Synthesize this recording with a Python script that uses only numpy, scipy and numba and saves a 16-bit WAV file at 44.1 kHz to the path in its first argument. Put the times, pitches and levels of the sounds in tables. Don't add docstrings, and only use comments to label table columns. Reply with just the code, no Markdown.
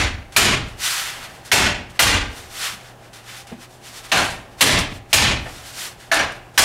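import sys
import numpy as np
from scipy import signal
from scipy.fft import rfft, irfft
from scipy.io import wavfile
from scipy.ndimage import uniform_filter1d, minimum_filter1d
from numba import njit

SR = 44100
rng = np.random.default_rng(int(sys.argv[2]) if len(sys.argv) > 2 else 0)


def unload_audio(sound):
    columns = np.transpose(np.atleast_2d(sound))
    steps = np.round(np.clip(columns, -1, 1) * 32767)
    wavfile.write(sys.argv[1], SR, steps.astype(np.int16))


def amp(db):
    return 10 ** (np.asarray(db, float) / 20)


N = 292824
LEAD = SR // 4
HOLD_DB = -15.5


def level(x, db):
    return x * amp(db) / np.sqrt(np.mean(x ** 2))


def along(table, hz, column):
    table = np.array(table, float)
    return np.interp(np.log(np.maximum(hz, 1)), np.log(table[:, 0]), table[:, column])


def coloured(x, table):
    bins_hz = np.fft.rfftfreq(len(x), 1 / SR)
    return irfft(rfft(x) * amp(along(table, bins_hz, column=1)), len(x))


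def walk(rate, size):
    k = int(SR / rate)
    steps = np.repeat(rng.standard_normal(size // k + 1), k)
    return 1.302 * uniform_filter1d(uniform_filter1d(steps, k), k)[:size]


def crowded(size, spread_db, spacing_hz):
    k = max(int(spacing_hz * size / SR), 1)
    steps = np.repeat(rng.standard_normal(size // k + 1), k)
    lumps = uniform_filter1d(steps, k)[:size // 2 + 1]
    return rfft(rng.standard_normal(size)) * amp(spread_db * lumps)


def near(hz, centre_hz, width):
    return np.exp(-(np.log(hz / centre_hz) / width) ** 2)


def decay(t, t60):
    return np.exp(-np.log(1000) * t / t60)


def garage():
    # frequency in Hz, relative level in dB per Hz.
    room_colour = [(15, -46.5), (25, -1), (117, -3.5), (439, -6.5), (796, -3), (887, -7.5), (1480, -16.5),
                   (1650, -11), (2110, -20), (2610, -17), (3520, -24), (9320, -28.5), (16000, -36.5)]
    # frequency in Hz, rms in dB before its swells, spread of the waver in Hz.
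    hum_tones = [(120.77, -52.5, 3.52), (366, -61, 3.12), (798, -58, 5.2)]
    size = N + LEAD
    room = level(coloured(rng.standard_normal(size), room_colour), -46)
    out = room * amp(1.2 * walk(3, size))
    for hz, db, waver_hz in hum_tones:
        phase = 2 * np.pi * np.cumsum(hz + waver_hz * walk(12, size)) / SR
        out += level(np.sin(phase), db) * amp(1.5 * walk(10, size))
    return out


def knocks():
    # start in seconds, level in dB before the soft onset, pitch in Hz, t60 in seconds.
    bumps = [(2.721, -40.5, 193, 0.244), (3.514, -19.5, 231, 0.096), (3.52, -31.5, 650, 0.079),
             (3.575, -36, 242, 0.11), (5.454, -29.5, 750, 0.22), (5.455, -28, 1800, .11)]
    out, t = np.zeros(N + LEAD), np.arange(SR // 5) / SR
    for s, db, hz, t60 in bumps:
        band = signal.butter(2, [hz / 1.8, hz * 1.43], "band", fs=SR, output="sos")
        puff = signal.sosfilt(band, rng.standard_normal(len(t)))
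        shape = (1 - np.exp(-t / 0.0086)) * decay(t, t60)
        mode = np.sin(2 * np.pi * hz * t)
        at = int(s * SR) + LEAD
        out[at:at + len(t)] += amp(db) * shape * (mode + level(puff, 0.5))
    return out


def slides():
    # peak time in seconds, hiss level in dB, rise in seconds,
    # fall in seconds, level of the body over the hiss in dB before its deep part is thinned.
    strokes = [(.352, -46.5, 0.041, 0.036, 4), (.70, -53, 0.1, .12, 6), (.855, -23.5, 0.066, 0.34, -3),
               (1.07, -37.5, 0.18, 0.092, 3.5), (1.25, -40.5, .07, 0.037, 3.5),
               (1.34, -50.5, 0.18, 0.14, 1), (1.465, -43.5, .03, 0.07, -3), (1.905, -51.5, 0.018, 0.045, 1),
               (1.965, -49.5, .04, 0.029, 3.5), (2.39, -42.5, 0.12, 0.14, -1), (2.641, -29, 0.15, 0.14, -3),
               (2.66, -38.5, 0.072, 0.066, 10), (2.865, -49.5, 0.18, 0.08, 3.5),
               (3.045, -54.5, .07, .07, 5), (3.16, -44.5, 0.039, 0.072, 0.5), (3.3, -42, 0.076, .12, 2.5),
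               (3.38, -42, 0.12, 0.085, -4), (3.5, -50.5, 0.047, 0.1, 6), (3.629, -44.5, 0.052, 0.05, -0.5),
               (3.735, -50.5, .06, 0.085, -6), (3.87, -43, 0.071, 0.1, -2.5),
               (3.965, -38, 0.067, 0.079, -3), (4.052, -39.5, 0.027, 0.036, -1), (4.1, -46, 0.037, .04, 1),
               (4.53, -60, .05, .05, 3), (4.598, -41.5, 0.025, 0.041, 0), (4.95, -47, 0.099, 0.059, -5),
               (5.118, -47, 0.033, 0.03, -1), (5.55, -43.5, 0.22, 0.21, -0.8),
               (5.68, -39, 0.062, 0.066, -5.5), (5.825, -31.5, 0.13, 0.11, -5.5),
               (6.031, -49.5, 0.067, .11, 1.5), (6.36, -53, .11, .05, 5), (6.56, -49, 0.026, 0.053, -1)]
    # frequency in Hz, relative level in dB per Hz.
    grit_colour = [(180, -43.5), (300, -20), (433, -14), (634, -3.5), (1150, 3), (1390, 4), (3290, 1.5),
                   (9390, -6), (13800, -13), (16000, -22)]
    stroke_curve = 1.73
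    body_linger = 1.32
    deep_hz, thinning = 1100, 0.32
    size = N + LEAD
    t = (np.arange(size) - LEAD) / SR

    grains = irfft(crowded(size, 1.8, 50), size) * amp(2.0 * rng.standard_normal(size))
    grit = coloured(grains, grit_colour) * amp(1.02 * walk(60, size))
    low = signal.sosfiltfilt(signal.butter(2, 3500, fs=SR, output="sos"), grit)

    hiss_power, body_power = np.zeros(size), np.zeros(size)
    for s, db, rise, fall, body_db in strokes:
        span = slice(np.searchsorted(t, s - 2 * rise), np.searchsorted(t, s + 3 * fall))
        before = t[span] < s
        away = np.abs(t[span] - s) / np.where(before, rise, fall)
        hiss_power[span] += amp(2 * (db - 20 * away ** stroke_curve))
        slower = away / np.where(before, 1, body_linger)
        body_power[span] += amp(2 * (db + body_db - 20 * slower ** stroke_curve))

    low, hiss = level(low, 0), level(grit - low, 0)
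    deep = signal.sosfiltfilt(signal.butter(2, deep_hz, fs=SR, output="sos"), low)
    thin = np.minimum(1, (amp(-78) / (body_power + 1e-12)) ** (thinning / 2))
    body = low - (1 - thin) * deep
    return np.sqrt(hiss_power) * hiss + np.sqrt(body_power) * body


def rattles():
    # start in seconds, rms in dB before the burst is shaped, t60 in seconds.
    chatters = [(0.321, -39, 0.19), (0.681, -42.5, 0.12), (1.449, -41.5, 0.294), (1.897, -43, 0.08),
                (3.1305, -40.5, 0.18), (3.4685, -40, 0.145), (4.171, -21, 0.34), (4.242, -28, 0.314),
                (4.30, -32.5, 0.31), (4.785, -19, 0.148), (5.999, -45, 0.28), (6.141, -11, 0.095),
                (6.32, -35, 0.0484), (6.54, -51.5, 0.15)]
    # frequency in Hz, relative level in dB per Hz.
    chatter_colour = [(400, -30.5), (1500, 11), (5000, 7.5), (10000, 4), (16000, -15)]
    out, t = np.zeros(N + LEAD + SR), np.arange(SR // 3) / SR
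    for s, db, t60 in chatters:
        burst = level(coloured(rng.standard_normal(len(t)), chatter_colour), db)
        at = int(s * SR) + LEAD
        out[at:at + len(t)] += burst * (1 - np.exp(-t / .0015)) * decay(t, t60)
    return out[:N + LEAD]


def wash(t, bright_hz, boom_db, treble_db, longer):
    # frequency in Hz, relative level in dB per Hz,
    # t60 in seconds before the blow's length factor, build-up in seconds.
    dense_modes = [(30, -8, 0.68, 0.063), (90.5, -2.5, 0.56, 0.0233), (154, -6.5, 0.48, 0.0304),
                   (222, -3.5, 0.47, 0.023), (406, -7, 0.39, 0.0096), (764, -5, 0.37, 0.0069),
                   (1437, -5.5, 0.37, 0.00059), (2400, -5, 0.39, 0.0011), (3930, -5.5, 0.34, 0.001),
                   (7000, -7, 0.28, 0.0044), (10150, -10, 0.23, 0.0035), (15770, -21.5, 0.17, 0.0017)]
    bar_hz = 690
    noise = crowded(len(t), 2.7, 50)
    bins = np.log2(np.fft.rfftfreq(len(t), 1 / SR) + 1)
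    out = 0
    for octave in np.arange(14, 43) / 3:
        hz = 2 ** octave
        window = np.cos(np.pi / 2 * np.clip(3 * (bins - octave), -1, 1)) ** 2
        band = irfft(noise * window, len(t))
        boom = boom_db * (1 - 0.53 / (1 + (hz / 110) ** 4)) / (1 + (hz / 480) ** 6)
        treble = treble_db / (1 + (5000 / hz) ** 2)
        db = along(dense_modes, hz, column=1) + boom + treble
        db = db - .5 * boom_db * near(hz, bar_hz, 0.27) + 3 * near(hz, bright_hz, 0.39)
        t60 = longer * along(dense_modes, hz, column=2)
        clank = amp(-7.0) * near(hz, bright_hz, 0.17) * decay(t, 0.093)
        rumble = amp(-31.5 - boom_db) / (1 + (hz / 600) ** 2) * decay(t, 1.96) * (1 - t)
        fade = decay(t, t60) + clank + rumble
        build_up = 1 - np.exp(-t / along(dense_modes, hz, column=3))
        out = out + amp(db) * band * fade * build_up
    return out


def rings(t, modes, bright_hz):
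    hz, db, t60 = np.transpose(modes)[:, :, None]
    luck = rng.standard_normal((len(modes), 3)).T[:, :, None]
    db = db + 2.0 * luck[0] + 7 * near(hz, bright_hz, 0.055)
    drift = 1 + 0.00316 * luck[1] + 0.0072 * np.array([walk(47.4, len(t)) for _ in modes])
    waver = amp(2.1 * np.array([walk(37.0, len(t)) for _ in modes]))
    phase = 2 * np.pi * (np.cumsum(hz * drift, axis=1) / SR + luck[2])
    return (amp(db) * waver * np.sin(phase) * decay(t, t60)).sum(axis=0)


def blows():
    # start in seconds, strength in dB over the gain control's holding level,
    # brightest ring in Hz, boom of the bench in dB, ring length factor of the wash.
    strikes = [(-.14, 20.5, 2060, -0.5, 1.16), (0.363, 23.5, 2450, -0.4, 1.064),
               (1.5156, 20, 2030, -2, 1.17), (1.9919, 22.5, 2130, -0.5, 1.124),
               (4.116, 8.5, 2780, -4, 1.29), (4.172, 4, 1450, -6.5, 1.24), (4.6079, 23.5, 2400, -1, 1.097),
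               (5.1290, 25, 3050, -1.5, 1.033), (6.1146, 8.5, 1730, -9.5, 1.13),
               (6.186, 1, 1640, -2.5, 1.2), (6.5768, 30, 1830, -4.5, 1.1)]
    # mean frequency in Hz, relative level in dB, t60 in seconds.
    sheet_modes = [(822, -6, 0.29), (960, -3, 0.153), (1310, -22, 0.26), (1738, -1, 0.28),
                   (2003, -3, 0.081), (2300, -2, 0.25), (2421, -12, 0.26), (2760, -34, 0.14),
                   (2950, -7, 0.19), (3160, -7, 0.135), (4143, -2, 0.27), (4540, -19, 0.11), (5760, -6, .2),
                   (6240, -5, 0.14), (7360, -17, 0.17), (8460, -10, 0.24), (9060, -22, 0.47)]
    # mean frequency in Hz, relative level in dB, t60 in seconds.
    bar_modes = [(589, -3, 0.61), (665, 2.5, 0.4), (791, -6, 0.29), (1497, 3.5, 0.25), (1614, 3.5, 0.42),
                 (2680, -4.5, 0.36), (2950, 2, 0.41), (4340, -5, 0.29)]
    treble_per_db, neutral_db, brightest_db = 1.04, 20.5, 22.5
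    out, t = np.zeros(N + LEAD + SR), np.arange(SR) / SR
    for s, db, bright_hz, boom_db, longer in strikes:
        treble_db = treble_per_db * (min(db, brightest_db) - neutral_db)
        push = 1 - np.exp(-t * amp(db) / 0.0054)
        sheet = amp(-11.5 + 0.41 * boom_db) * rings(t, sheet_modes, bright_hz)
        bar = amp(-25 - 0.95 * boom_db) * rings(t, bar_modes, bright_hz)
        clatter = amp(1.02 * walk(170.1, SR))
        sound = 3.4 * wash(t, bright_hz, boom_db, treble_db, longer) * clatter + sheet + bar
        at = int(s * SR) + LEAD
        out[at:at + SR] += amp(db + HOLD_DB) * push * sound
    return out[:N + LEAD]


@njit
def squeeze(x, peak, top, attack, release, slope):
    y, follower, smooth = np.empty(len(x)), 1e-9, 1e-9
    for i in range(len(x)):
        follower += (peak[i] - follower) * (attack if peak[i] > follower else release)
        smooth += (follower - smooth) * attack
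        y[i] = x[i] * min(1., (top / smooth) ** slope)
    return y


def scene():
    x = garage() + knocks() + slides() + rattles() + blows()
    ahead = -minimum_filter1d(-np.abs(x), size=97)
    x = np.tanh(squeeze(x, ahead, amp(-5.5), 1 / (0.00026 * SR), 1 / (0.0092 * SR), 0.78))
    late = np.roll(np.abs(x), int(0.012 * SR))
    x = squeeze(x, late, amp(HOLD_DB), 1 / (0.0047 * SR), 1 / (0.014 * SR), 0.52)
    return np.array([x[LEAD:], x[LEAD:]])


def top_cut(x):
    return signal.sosfilt(signal.butter(12, 16480, fs=SR, output="sos"), x)


def record(dry):
    low_pass = signal.ellip(8, .2, 60, 15700, fs=SR, output="sos")
    mix = signal.sosfilt(low_pass, dry)
    return top_cut(mix)


dry = scene()
out = record(dry)
unload_audio(out)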